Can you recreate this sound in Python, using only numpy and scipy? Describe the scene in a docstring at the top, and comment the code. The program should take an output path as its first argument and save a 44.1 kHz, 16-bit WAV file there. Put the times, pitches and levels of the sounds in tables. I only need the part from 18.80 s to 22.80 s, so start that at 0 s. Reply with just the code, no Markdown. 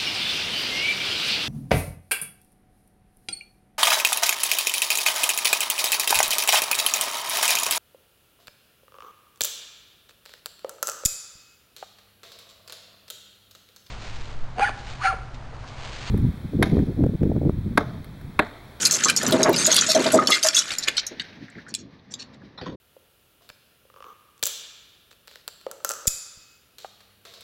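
"""Tube ice tumbling from a steel hopper down a chute onto a pile, close to one microphone in a factory hall.
Pieces crack, ring and splinter as they land; lumps thump the hopper's panels and ring the chute.
After two seconds the stream thins to single pieces and a trickle. The pile settles with a few clicks
while a man shuffles and steps off across wet concrete. The machine frame rumbles low underneath."""
import sys
import numpy as np
from scipy import signal
from scipy.fft import rfft, irfft, next_fast_len
from scipy.io import wavfile
from scipy.ndimage import map_coordinates

SR = 44100
rng = np.random.default_rng(int(sys.argv[2]) if len(sys.argv) > 2 else 0)


def transcribe(u):
    """Save the signal u as a 16-bit wav file named by the first command-line argument.

    u: samples, shape (n,) or (channels, n), limited to [-1, 1]; the rate is SR.
    q: integer samples, one column per channel.
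    """
    v = np.clip(np.atleast_2d(u).T, -1, 1)
    q = np.round(v * 32767).astype(np.int16)
    wavfile.write(sys.argv[1], SR, q)


N = 176400


def amp(db):
    return 10 ** (np.asarray(db) / 20)


def unit(x):
    return x / np.sqrt(np.mean(x ** 2) + 1e-20)


def along(points, hz):
    """Read (freq_hz, value) points on a log frequency axis."""
    freqs, values = np.transpose(points)
    return np.interp(np.log(hz + 1), np.log(freqs + 1), values)


def curve(rows):
    """One value per sample from (time_s, value) rows."""
    return np.interp(np.arange(N) / SR, *np.transpose(rows))


def coloured(x, gain_db):
    """x at rms 1, filtered by gain_db(hz)."""
    return unit(irfft(rfft(x) * amp(gain_db(np.fft.rfftfreq(len(x), 1 / SR))), len(x)))


def noise(points, size):
    """Noise of rms 1 with a (freq_hz, gain_db) spectrum."""
    return coloured(rng.standard_normal(size), lambda hz: along(points, hz))


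def add(out, start_s, x):
    """Mix x into out from start_s."""
    i = max(round(start_s * SR), 0)
    out[i:i + len(x)] += x[:len(out[i:])]


def shaped(x, envelope):
    """x under an envelope, with the energy that the envelope prescribes."""
    y = x * envelope
    return y * np.sqrt(np.sum(envelope ** 2) / (np.sum(y ** 2) + 1e-20))


def swell(t, length_s, rise_s, t60_s):
    """Rise, hold, and release after length_s."""
    return np.clip(t / rise_s, 0, 1) * amp(-60 * np.maximum(t - length_s, 0) / t60_s)


def wobble(per_s, size):
    """A smooth random curve with per_s knots a second."""
    return map_coordinates(rng.standard_normal(size // 100), [np.arange(size) * per_s / SR], mode="mirror")


def contacts(per_s, spread_db, size):
    """A train of random tiny impacts of uneven strength."""
    out, hit = np.zeros(size), rng.random(size) < per_s / SR
    strength = rng.standard_normal((2, size), dtype=np.float32)[:, hit]
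    out[hit] = np.sign(strength[0]) * amp(spread_db * np.clip(strength[1], -2, 2))
    return out


def resonances(hz, modes, t60_s):
    """Gain in dB of a few modes with one decay time."""
    half_width = np.log(1000) / (2 * np.pi * t60_s)
    return 10 * np.log10(np.sum(1 / (1 + ((hz - modes[:, None]) / half_width) ** 2), axis=0))


# small chips landing on the pile: freq_hz, gain_db
CHIP_SPECTRUM = [(180, -41), (300, 3), (978, -16), (1280, 6), (2740, -0.5), (4090, 2), (4750, -1),
                 (7200, -1), (11900, -20.5), (16000, -46.5)]
def chips():
    """Countless chips patter and clink in clumps, ringing briefly on many pitches."""
    patter = coloured(contacts(1400, 2, N), lambda hz: along(CHIP_SPECTRUM, hz))
    clinks, t = np.zeros(N), np.arange(SR // 40) / SR
    for hz in np.linspace(1102, 13190, num=40):
        ping = np.sin(2 * np.pi * hz * rng.uniform(1.0, 1.03) * t) * swell(t, .00063, .0011, t60_s=.02)
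        hits = contacts(per_s=55, spread_db=4, size=N)
        clinks += amp(along(CHIP_SPECTRUM, hz)) * signal.oaconvolve(hits, ping)[:N]
    clumps = amp(2.5 * wobble(220, N))
    return unit(clumps * unit(patter + amp(2) * unit(clinks)))


# chips and meltwater coming off the chute: time_s, level_db
STREAM_LEVEL = [(0, -26), (.14, -29.5), (.3, -23.5), (.345, -37), (.42, -23), (.6, -32), (.72, -32.5),
                (.8, -25.5), (.98, -23), (1.12, -30.5), (1.24, -23), (1.3, -27.5), (1.45, -37),
                (1.56, -22.5), (1.61, -34.5), (1.67, -23), (1.72, -31.5), (1.8, -24.5), (1.86, -32.5),
                (1.92, -21), (1.96, -33), (2.1, -32), (2.3, -42), (2.55, -44), (2.85, -50.5), (3.02, -58.5),
                (3.2, -57.5), (3.45, -52), (3.9, -59)]
# meltwater: freq_hz, gain_db
TRICKLE_SPECTRUM = [(350, -9), (600, -4.5), (1140, -13.5), (1750, 1), (3000, -10), (3900, -6), (6000, -17),
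                    (7500, -40), (10000, -41)]
def stream():
    """The pour of chips under the big pieces gives way to a faint, uneven trickle."""
    end_s, fade_s = 2.26, .5
    pouring = np.clip((end_s - np.arange(N) / SR) / fade_s, 0, 1)
    pour = amp(-3) * pouring * chips()
    trickle = unit(noise(TRICKLE_SPECTRUM, N) * amp(2.2 * wobble(40, N)))
    return amp(curve(STREAM_LEVEL)) * (pour + amp(-5) * (1 - pouring) * trickle)


# shaking of the machine frame: time_s, level_db
FRAME_LEVEL = [(0.0, -41.5), (0.4, -36.5), (0.62, -32), (1.0, -40), (1.35, -38), (1.6, -54.5),
               (2.25, -57.5), (3.35, -54.5), (3.95, -51.5)]
# the frame's rumble and the hall's room tone: freq_hz, gain_db
FRAME_SPECTRUM = [(25, -40.5), (60, -21.5), (110, -5.5), (190, 0), (260, -0.5), (340, -10.5), (500, -10.5),
                  (700, -16), (1200, -16), (2500, -74)]
AIR_SPECTRUM = [(25, -24.5), (55, -2.5), (115, -.5), (180, -15), (400, -31), (1500, -78)]
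def frame_and_air():
    """The machine frame rumbles unevenly over the steady low air of the hall."""
    sway_db = 3 * wobble(12, N)
    frame = amp(curve(FRAME_LEVEL) + 1.5 + sway_db) * noise(FRAME_SPECTRUM, N)
    return frame + amp(-62) * noise(AIR_SPECTRUM, N)


# struck ice, close up: freq_hz, gain_db
ICE_SPECTRUM = [(200, -18), (900, 2), (1800, -0.5), (4000, 1), (7300, 4), (8500, -7.5), (10000, -34),
                (16000, -44.5)]
def ice_colour(pitch_hz, octaves, skirt_db):
    """Spectrum of ice that rings most around one pitch."""
    def gain_db(hz):
        bell = np.exp(-.5 * (np.log2((hz + 1) / pitch_hz) / octaves) ** 2)
        return along(ICE_SPECTRUM, hz) + skirt_db * (1 - bell)
    return gain_db


# flying shards: freq_hz, gain_db
SHARD_SPECTRUM = [(3000, -40), (7000, 2), (8700, 1), (12000, -4), (13500, -21), (16000, -26.5)]
def splinters(size):
    """A spray of tiny shards ringing on a dozen high pitches."""
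    modes = rng.uniform(6000, 16000, size=12)
    hits = contacts(3000, 2, size)
    return coloured(hits, lambda hz: along(SHARD_SPECTRUM, hz) + resonances(hz, modes, t60_s=.011))


# handfuls of ice sliding over each other: start_s, length_s, level_db, pitch_hz
ICE_SLIDES = [(.008, 0.048, -23.5, 7900), (0.111, 0.074, -21.5, 6500), (0.287, 0.019, -15, 1950),
              (.725, 0.036, -25.5, 3260), (0.772, 0.09, -23.5, 7000), (0.899, 0.05, -22.5, 3900),
              (1.018, 0.032, -25.5, 2723), (1.08, 0.07, -19.5, 4730), (1.318, 0.05, -25, 9000),
              (1.477, 0.053, -28, 5960), (1.504, 0.065, -20, 4100), (1.64, 0.045, -21.5, 6000),
              (1.756, 0.033, -18, 6300), (2.022, 0.029, -27, 4660), (2.071, 0.021, -19.5, 2250),
              (2.184, 0.021, -27, 3940), (2.4, 0.028, -40, 1820), (2.878, 0.04, -49, 5350),
              (2.981, 0.037, -47, 4520), (3.305, 0.034, -44.5, 5920), (3.387, 0.061, -39, 3770),
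              (3.533, 0.012, -54, 4010), (0.954, 0.057, -17, 3910)]
def slides():
    """Dense runs of contacts ring a handful of pieces; hard, bright runs splinter most."""
    out, t = np.zeros(N), np.arange(SR // 4) / SR
    for start_s, length_s, level_db, pitch_hz in ICE_SLIDES:
        colour = ice_colour(pitch_hz, octaves=.5, skirt_db=-15)
        modes = rng.uniform(1100, 10000, size=30)
        run = coloured(contacts(2500, 4, len(t)), lambda hz: colour(hz) + resonances(hz, modes, t60_s=.05))
        shards = amp(level_db + 11) * (pitch_hz / 6500) ** 2 * splinters(len(t))
        clumps = amp(3.5 * wobble(330, len(t)))
        envelope = swell(t, .7 * length_s, rise_s=.0097, t60_s=.05)
        add(out, start_s, amp(level_db) * shaped(clumps * (run + shards), envelope))
    return out


# pieces striking the pile near the microphone, rattle and splinters relative to the strike:
# start_s, level_db, pitch_hz, rattle_db, splinter_db
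PILE_STRIKES = [(0.0516, -9.5, 5210, -7, -11.5), (0.057, -12.5, 4700, -3.5, -20),
                (0.0674, -18, 4940, -3.5, -8), (0.11, -10, 6290, -9, -18), (0.1387, -15, 6380, -11, -21),
                (0.146, -13.5, 6280, -18, -26), (0.2366, -14, 6210, -4, -20),
                (0.2463, -9, 7300, -17, -32.5), (0.2541, -13, 6300, -12.5, -28),
                (0.2847, -14.5, 5100, -13, -17.5), (0.2982, -17, 4150, -17.5, -3.5),
                (0.3632, -12, 5730, -6.5, -15.5), (0.3723, -14.5, 6820, -4, -16),
                (0.4303, -24, 6040, -13, -7), (0.4645, -15, 6100, -7, -29.5),
                (0.5228, -14, 3790, -7, -15.5), (0.6305, -8.5, 6520, -8.5, -18.5),
                (0.7614, -17.5, 4870, -2.5, -18), (0.8456, -19, 6780, 5, -31),
                (0.8628, -13, 6850, -6.5, -16.5), (0.8676, -11, 6670, -14, -9.5),
                (0.916, -10, 6460, -9.5, -31.5), (0.9247, -11.5, 6370, -5, -16),
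                (0.943, -16.5, 4530, -7.5, -7.5), (0.9643, -10, 4650, -13.5, -7),
                (0.981, -18, 4080, -24, -15), (0.9876, -18, 4450, -24.5, -14),
                (1.0104, -10, 5980, -9, -30.5), (1.0642, -20, 6520, -1, -31),
                (1.104, -16.5, 5030, -10, -15.5), (1.117, -15, 5140, -17.5, -16.5),
                (1.1485, -15, 6140, -5, -20.5), (1.2645, -16, 3560, -8.5, -27),
                (1.4719, -9, 4446, -11.5, -22), (1.574, -25, 4060, -10.5, -28.5),
                (1.6281, -15, 5040, -6, -16), (1.6337, -13.5, 6300, -5.5, -15.5),
                (1.6693, -15, 6500, -9, -11), (1.6855, -8, 5490, -17, -28.5), (1.733, -26, 3460, -5, -24),
                (1.7454, -16, 5030, 1, -22), (1.7751, -22, 3930, -11.5, -22),
                (1.7898, -9, 5593, -6.5, -23.5), (1.905, -21.5, 3730, -15, -34),
                (1.984, -17.5, 7100, -7.5, -16.5), (2.0831, -11, 2857, -13, -21.5),
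                (2.1683, -19.5, 4360, -3, -22), (2.178, -16, 4130, -1, -52),
                (2.1955, -29.5, 4170, -13, -42.5), (2.266, -25, 6630, -3, -14.5),
                (2.3965, -24.5, 2936, 0, -38.5), (2.9402, -23.5, 4900, -23, -12),
                (2.9488, -22, 4040, -12.5, -4.5), (3.339, -24, 4810, -12.5, -28.5)]
def clacks():
    """Each piece cracks, rings for a few ms on its own modes, and rattles on against its neighbours."""
    out, t = np.zeros(N), np.arange(SR // 8) / SR
    crack_t60_s, ring_t60_s = .011, .017
    blow = swell(t, .0018, rise_s=.0006, t60_s=crack_t60_s)
    settling = swell(t, .006, rise_s=.004, t60_s=.06)
    ring_gain = amp(5 + 60 * t * (1 / crack_t60_s - 1 / ring_t60_s))  # the ring outlasts the crack
    for start_s, level_db, pitch_hz, rattle_db, splinter_db in PILE_STRIKES:
        colour = ice_colour(pitch_hz, octaves=.73, skirt_db=-12.5)
        modes = pitch_hz * np.exp(np.r_[0, rng.normal(-.1, .42, size=5)])
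        weights = amp(colour(modes) + np.r_[3, rng.normal(-2, 3, size=5)])
        cycles = modes[:, None] * t + rng.random((len(modes), 1))
        ring = unit(weights @ np.sin(2 * np.pi * cycles))
        crack = coloured(rng.standard_normal(len(t)), colour)
        strike = shaped(crack + ring_gain * ring, blow)
        hits = contacts(1500, 2, len(t))
        jostle = coloured(hits, lambda hz: colour(hz) + resonances(hz, modes, t60_s=.026))
        rattle = amp(rattle_db) * shaped(jostle, settling)
        shards = amp(splinter_db + 4.5) * shaped(splinters(len(t)), blow + amp(rattle_db) * settling)
        add(out, start_s, amp(level_db - .5) * (strike + rattle + shards))
    return out


# chips snapping off the ice: start_s, level_db, pitch_hz
CHIP_SNAPS = [(.111, -33, 14700), (.126, -30, 13500), (.481, -28.5, 12200), (.509, -31, 13600),
              (0.693, -27.5, 11800), (.729, -31.5, 13800), (0.958, -30.5, 11880), (1.321, -21, 10200),
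              (1.503, -20, 10000), (2.7, -52.5, 7540), (2.888, -47.5, 8230), (3.322, -50, 7380)]
def snaps():
    """A chip breaks off with a short, glassy tick."""
    out, t = np.zeros(N), np.arange(SR // 16) / SR
    for start_s, level_db, pitch_hz in CHIP_SNAPS:
        burst = rng.standard_normal(len(t))
        ring = coloured(burst, lambda hz: -20 * np.log10(1 + ((hz - pitch_hz) / 1100) ** 2))
        add(out, start_s, amp(level_db) * shaped(ring, swell(t, .002, rise_s=.001, t60_s=.018)))
    return out


# lumps tumbling inside the hopper: start_s, length_s, rumble_db, drum_db, knock_db
HOPPER_THUMPS = [(0.123, 0.079, -39.5, -36, -45.5), (0.254, 0.01, -29.5, -55.5, -33.5),
                 (0.42, 0.15, -32.5, -27, -37), (0.52, 0.064, -17.5, -14.5, -30),
                 (0.587, 0.055, -21.5, -20.5, -29.5), (0.642, 0.052, -27.5, -16.5, -21),
                 (0.676, 0.026, -12.5, -18.5, -35), (0.87, 0.085, -33, -18.5, -33.5),
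                 (1.081, 0.011, -34.5, -20.5, -56.5), (1.145, 0.1, -22, -10, -33.5),
                 (1.249, 0.036, -24, -16, -26.5), (1.331, 0.065, -16.5, -8.5, -32.5),
                 (1.41, 0.0083, -21.5, -30, -20.5), (1.481, 0.025, -26, -27.5, -27.5),
                 (1.64, 0.024, -52.5, -16.5, -26), (2.072, 0.0066, -33, -60.5, -36),
                 (2.309, 0.012, -36, -47, -68)]
# the panels' rumble and the knocks on them: freq_hz, gain_db
PANEL_SPECTRUM = [(60, -46), (130, -13.5), (170, -10.5), (215, -10), (254, 2.5), (295, -6.5), (345, 1.5),
                  (430, -2.5), (560, -3), (700, -14.5), (900, -12), (6000, -100)]
KNOCK_SPECTRUM = [(300, -23.5), (700, -3.5), (1200, -2.5), (1900, -5.5), (3000, -20.5), (9000, -83)]
def hopper():
    """Tumbling lumps shake the hopper's panels, which rumble, knock and give one unsteady drum-like note."""
    out, t = np.zeros(N), np.arange(SR // 3) / SR
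    panel_hz, drum_hz = 254, 632.9
    for start_s, length_s, rumble_db, drum_db, knock_db in HOPPER_THUMPS:
        panel_note = amp(-7) * np.sin(2 * np.pi * (panel_hz * t + rng.random()))
        shaking = noise(PANEL_SPECTRUM, len(t)) + panel_note
        rumble = shaped(shaking, swell(t, .67 * length_s, rise_s=.0096, t60_s=.14))
        hits = coloured(contacts(900, 1.8, len(t)), lambda hz: along(KNOCK_SPECTRUM, hz))
        knock = shaped(hits, swell(t, .8 * length_s, rise_s=.017, t60_s=.1))
        jitter = .09 * wobble(140, len(t))
        drum = np.sin(2 * np.pi * (drum_hz * t + jitter)) * swell(t, .025, rise_s=.013, t60_s=.061)
        add(out, start_s, amp(rumble_db) * rumble + amp(knock_db) * knock + amp(drum_db) * drum)
    return out


# blows on the steel chute, close by: start_s, level_db, centre_hz
CHUTE_BLOWS = [(0.258, -15, 1040), (1.388, -7.5, 1340), (1.502, -15.5, 1320), (1.518, -8.5, 2830),
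               (1.528, -10, 2340), (1.766, -9.5, 3300), (1.776, -16.5, 4910)]
# modes of the chute: pitch_hz, level_db
CHUTE_MODES = [(1135, -6.5), (1246, 1), (1953, -4.5), (2110, -1), (2745, -13.5), (3410, 2.5), (3772, 0),
               (4420, -4.5), (5255, -3), (5545, -2), (6950, -4.5)]
def chute():
    """The steel chute rings briefly, roughened by the ice on it; where it is struck picks the modes."""
    out, t = np.zeros(N), np.arange(SR // 4) / SR
    mode_hz, mode_db = np.transpose(CHUTE_MODES)[:, :, None]
    width_octaves = .19
    for start_s, level_db, centre_hz in CHUTE_BLOWS:
        weights = amp(mode_db) / (1 + (np.log2(mode_hz / centre_hz) / width_octaves) ** 2)
        cycles = mode_hz * t + rng.random(mode_hz.shape)
        jitter = .095 * np.array([wobble(140, len(t)) for _ in mode_hz])
        ring = np.sum(weights / np.linalg.norm(weights) * np.sin(2 * np.pi * (cycles + jitter)), axis=0)
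        add(out, start_s, amp(level_db) * ring * swell(t, .0016, rise_s=.0016, t60_s=.09))
    return out


# the man shifting his feet: start_s, length_s, level_db
FOOT_SHIFTS = [(2.37, 0.051, -45.5), (2.55, 0.042, -48.5), (2.603, 0.045, -41), (2.757, 0.022, -39.5),
               (2.918, 0.014, -44), (2.98, 0.099, -45), (3.271, .03, -53), (3.607, 0.063, -49)]
def shuffles():
    """Weight shifting on the floor makes dull, low bumps."""
    out, t = np.zeros(N), np.arange(SR // 3) / SR
    centre_hz = 178
    for start_s, length_s, level_db in FOOT_SHIFTS:
        thud = coloured(rng.standard_normal(len(t)), lambda hz: -7 * np.log2((hz + 1) / centre_hz) ** 2)
        add(out, start_s, amp(level_db) * shaped(thud, swell(t, length_s, rise_s=.0054, t60_s=.097)))
    return out


# grit on the floor, faint at the microphone: start_s, level_db, pitch_hz
GRIT_TICKS = [(2.525, -49, 2270), (2.682, -42, 1690), (2.725, -47, 2010), (2.752, -42.5, 1880),
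              (2.781, -37.5, 1700), (2.791, -56, 1650), (2.865, -39.5, 1560), (2.884, -41, 1640),
              (3.19, -56, 3700), (3.618, -49.5, 1480)]
def ticks():
    """Grit gives small, dull ticks, each in a narrow band."""
    out, t = np.zeros(N), np.arange(SR // 16) / SR
    for start_s, level_db, pitch_hz in GRIT_TICKS:
        tick = coloured(rng.standard_normal(len(t)), ice_colour(pitch_hz, octaves=.44, skirt_db=-48))
        add(out, start_s, amp(level_db) * shaped(tick, swell(t, .0018, rise_s=.0021, t60_s=.054)))
    return out


# shoes on the wet concrete: start_s, length_s, thud_db, grit_db
FOOTFALLS = [(3.775, 0.016, -57, -37), (3.811, 0.032, -35.5, -39), (3.858, 0.049, -34, -36.5),
             (3.913, 0.044, -38, -56)]
# the sole and the grit under it: freq_hz, gain_db
SOLE_SPECTRUM = [(40, -7), (120, 12), (300, 7.5), (550, 3.5), (900, -22), (3000, -54.5)]
GRIT_SPECTRUM = [(300, 4.5), (1400, 2.5), (2700, -9), (3900, 0.5), (5800, -12.5), (8000, -20), (15000, -63)]
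def steps():
    """The sole thuds softly and scrapes grit, whose grains ring on a few pitches."""
    out, t = np.zeros(N), np.arange(SR // 4) / SR
    for start_s, length_s, thud_db, grit_db in FOOTFALLS:
        thud = shaped(noise(SOLE_SPECTRUM, len(t)), swell(t, .96 * length_s, rise_s=.011, t60_s=.0374))
        modes = rng.uniform(500, 6500, size=18)
        hits = contacts(2200, 3, len(t))
        grains = coloured(hits, lambda hz: along(GRIT_SPECTRUM, hz) + resonances(hz, modes, t60_s=.026))
        scrape = shaped(grains, swell(t, .28 * length_s, rise_s=.0035, t60_s=.15))
        add(out, start_s, amp(thud_db) * thud + amp(grit_db) * scrape)
    return out


# reverberation of the factory hall: freq_hz, t60_s
HALL_DECAY = [(200, 0.82), (2000, 0.45), (5500, 0.27), (8000, 0.11)]
def hall(x):
    """The hall answers with a diffuse tail whose treble dies first."""
    hz, t, spectra = signal.stft(rng.standard_normal(SR), SR, nperseg=256)
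    decay = amp(-60 * t / along(HALL_DECAY, hz)[:, None])
    tail = signal.istft(spectra * decay, SR, nperseg=256)[1]
    return signal.fftconvolve(x, tail / np.linalg.norm(tail))[:N]


def scene():
    """One microphone by the pile: ice, steel and feet up close, the hall well behind them."""
    near = clacks() + snaps() + slides() + hopper() + chute() + shuffles() + steps() + ticks()
    return (near + amp(-19) * hall(near) + stream() + frame_and_air())[None]


def record(dry):
    """The recorder rounds off the highest peaks, stops, and keeps nothing above its band limit."""
    ceiling, stop_s, top_hz = .85, 3.96, 16000
    rounded = dry / (1 + np.abs(dry / ceiling) ** 6) ** (1 / 6)
    fade = np.clip((stop_s - np.arange(N) / SR) / .01, 0, 1)
    size = next_fast_len(N + SR // 2)
    passband = np.fft.rfftfreq(size, 1 / SR) < top_hz
    return irfft(rfft(rounded * fade, size) * passband, size)[..., :N]


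dry = scene()
out = record(dry)
transcribe(out)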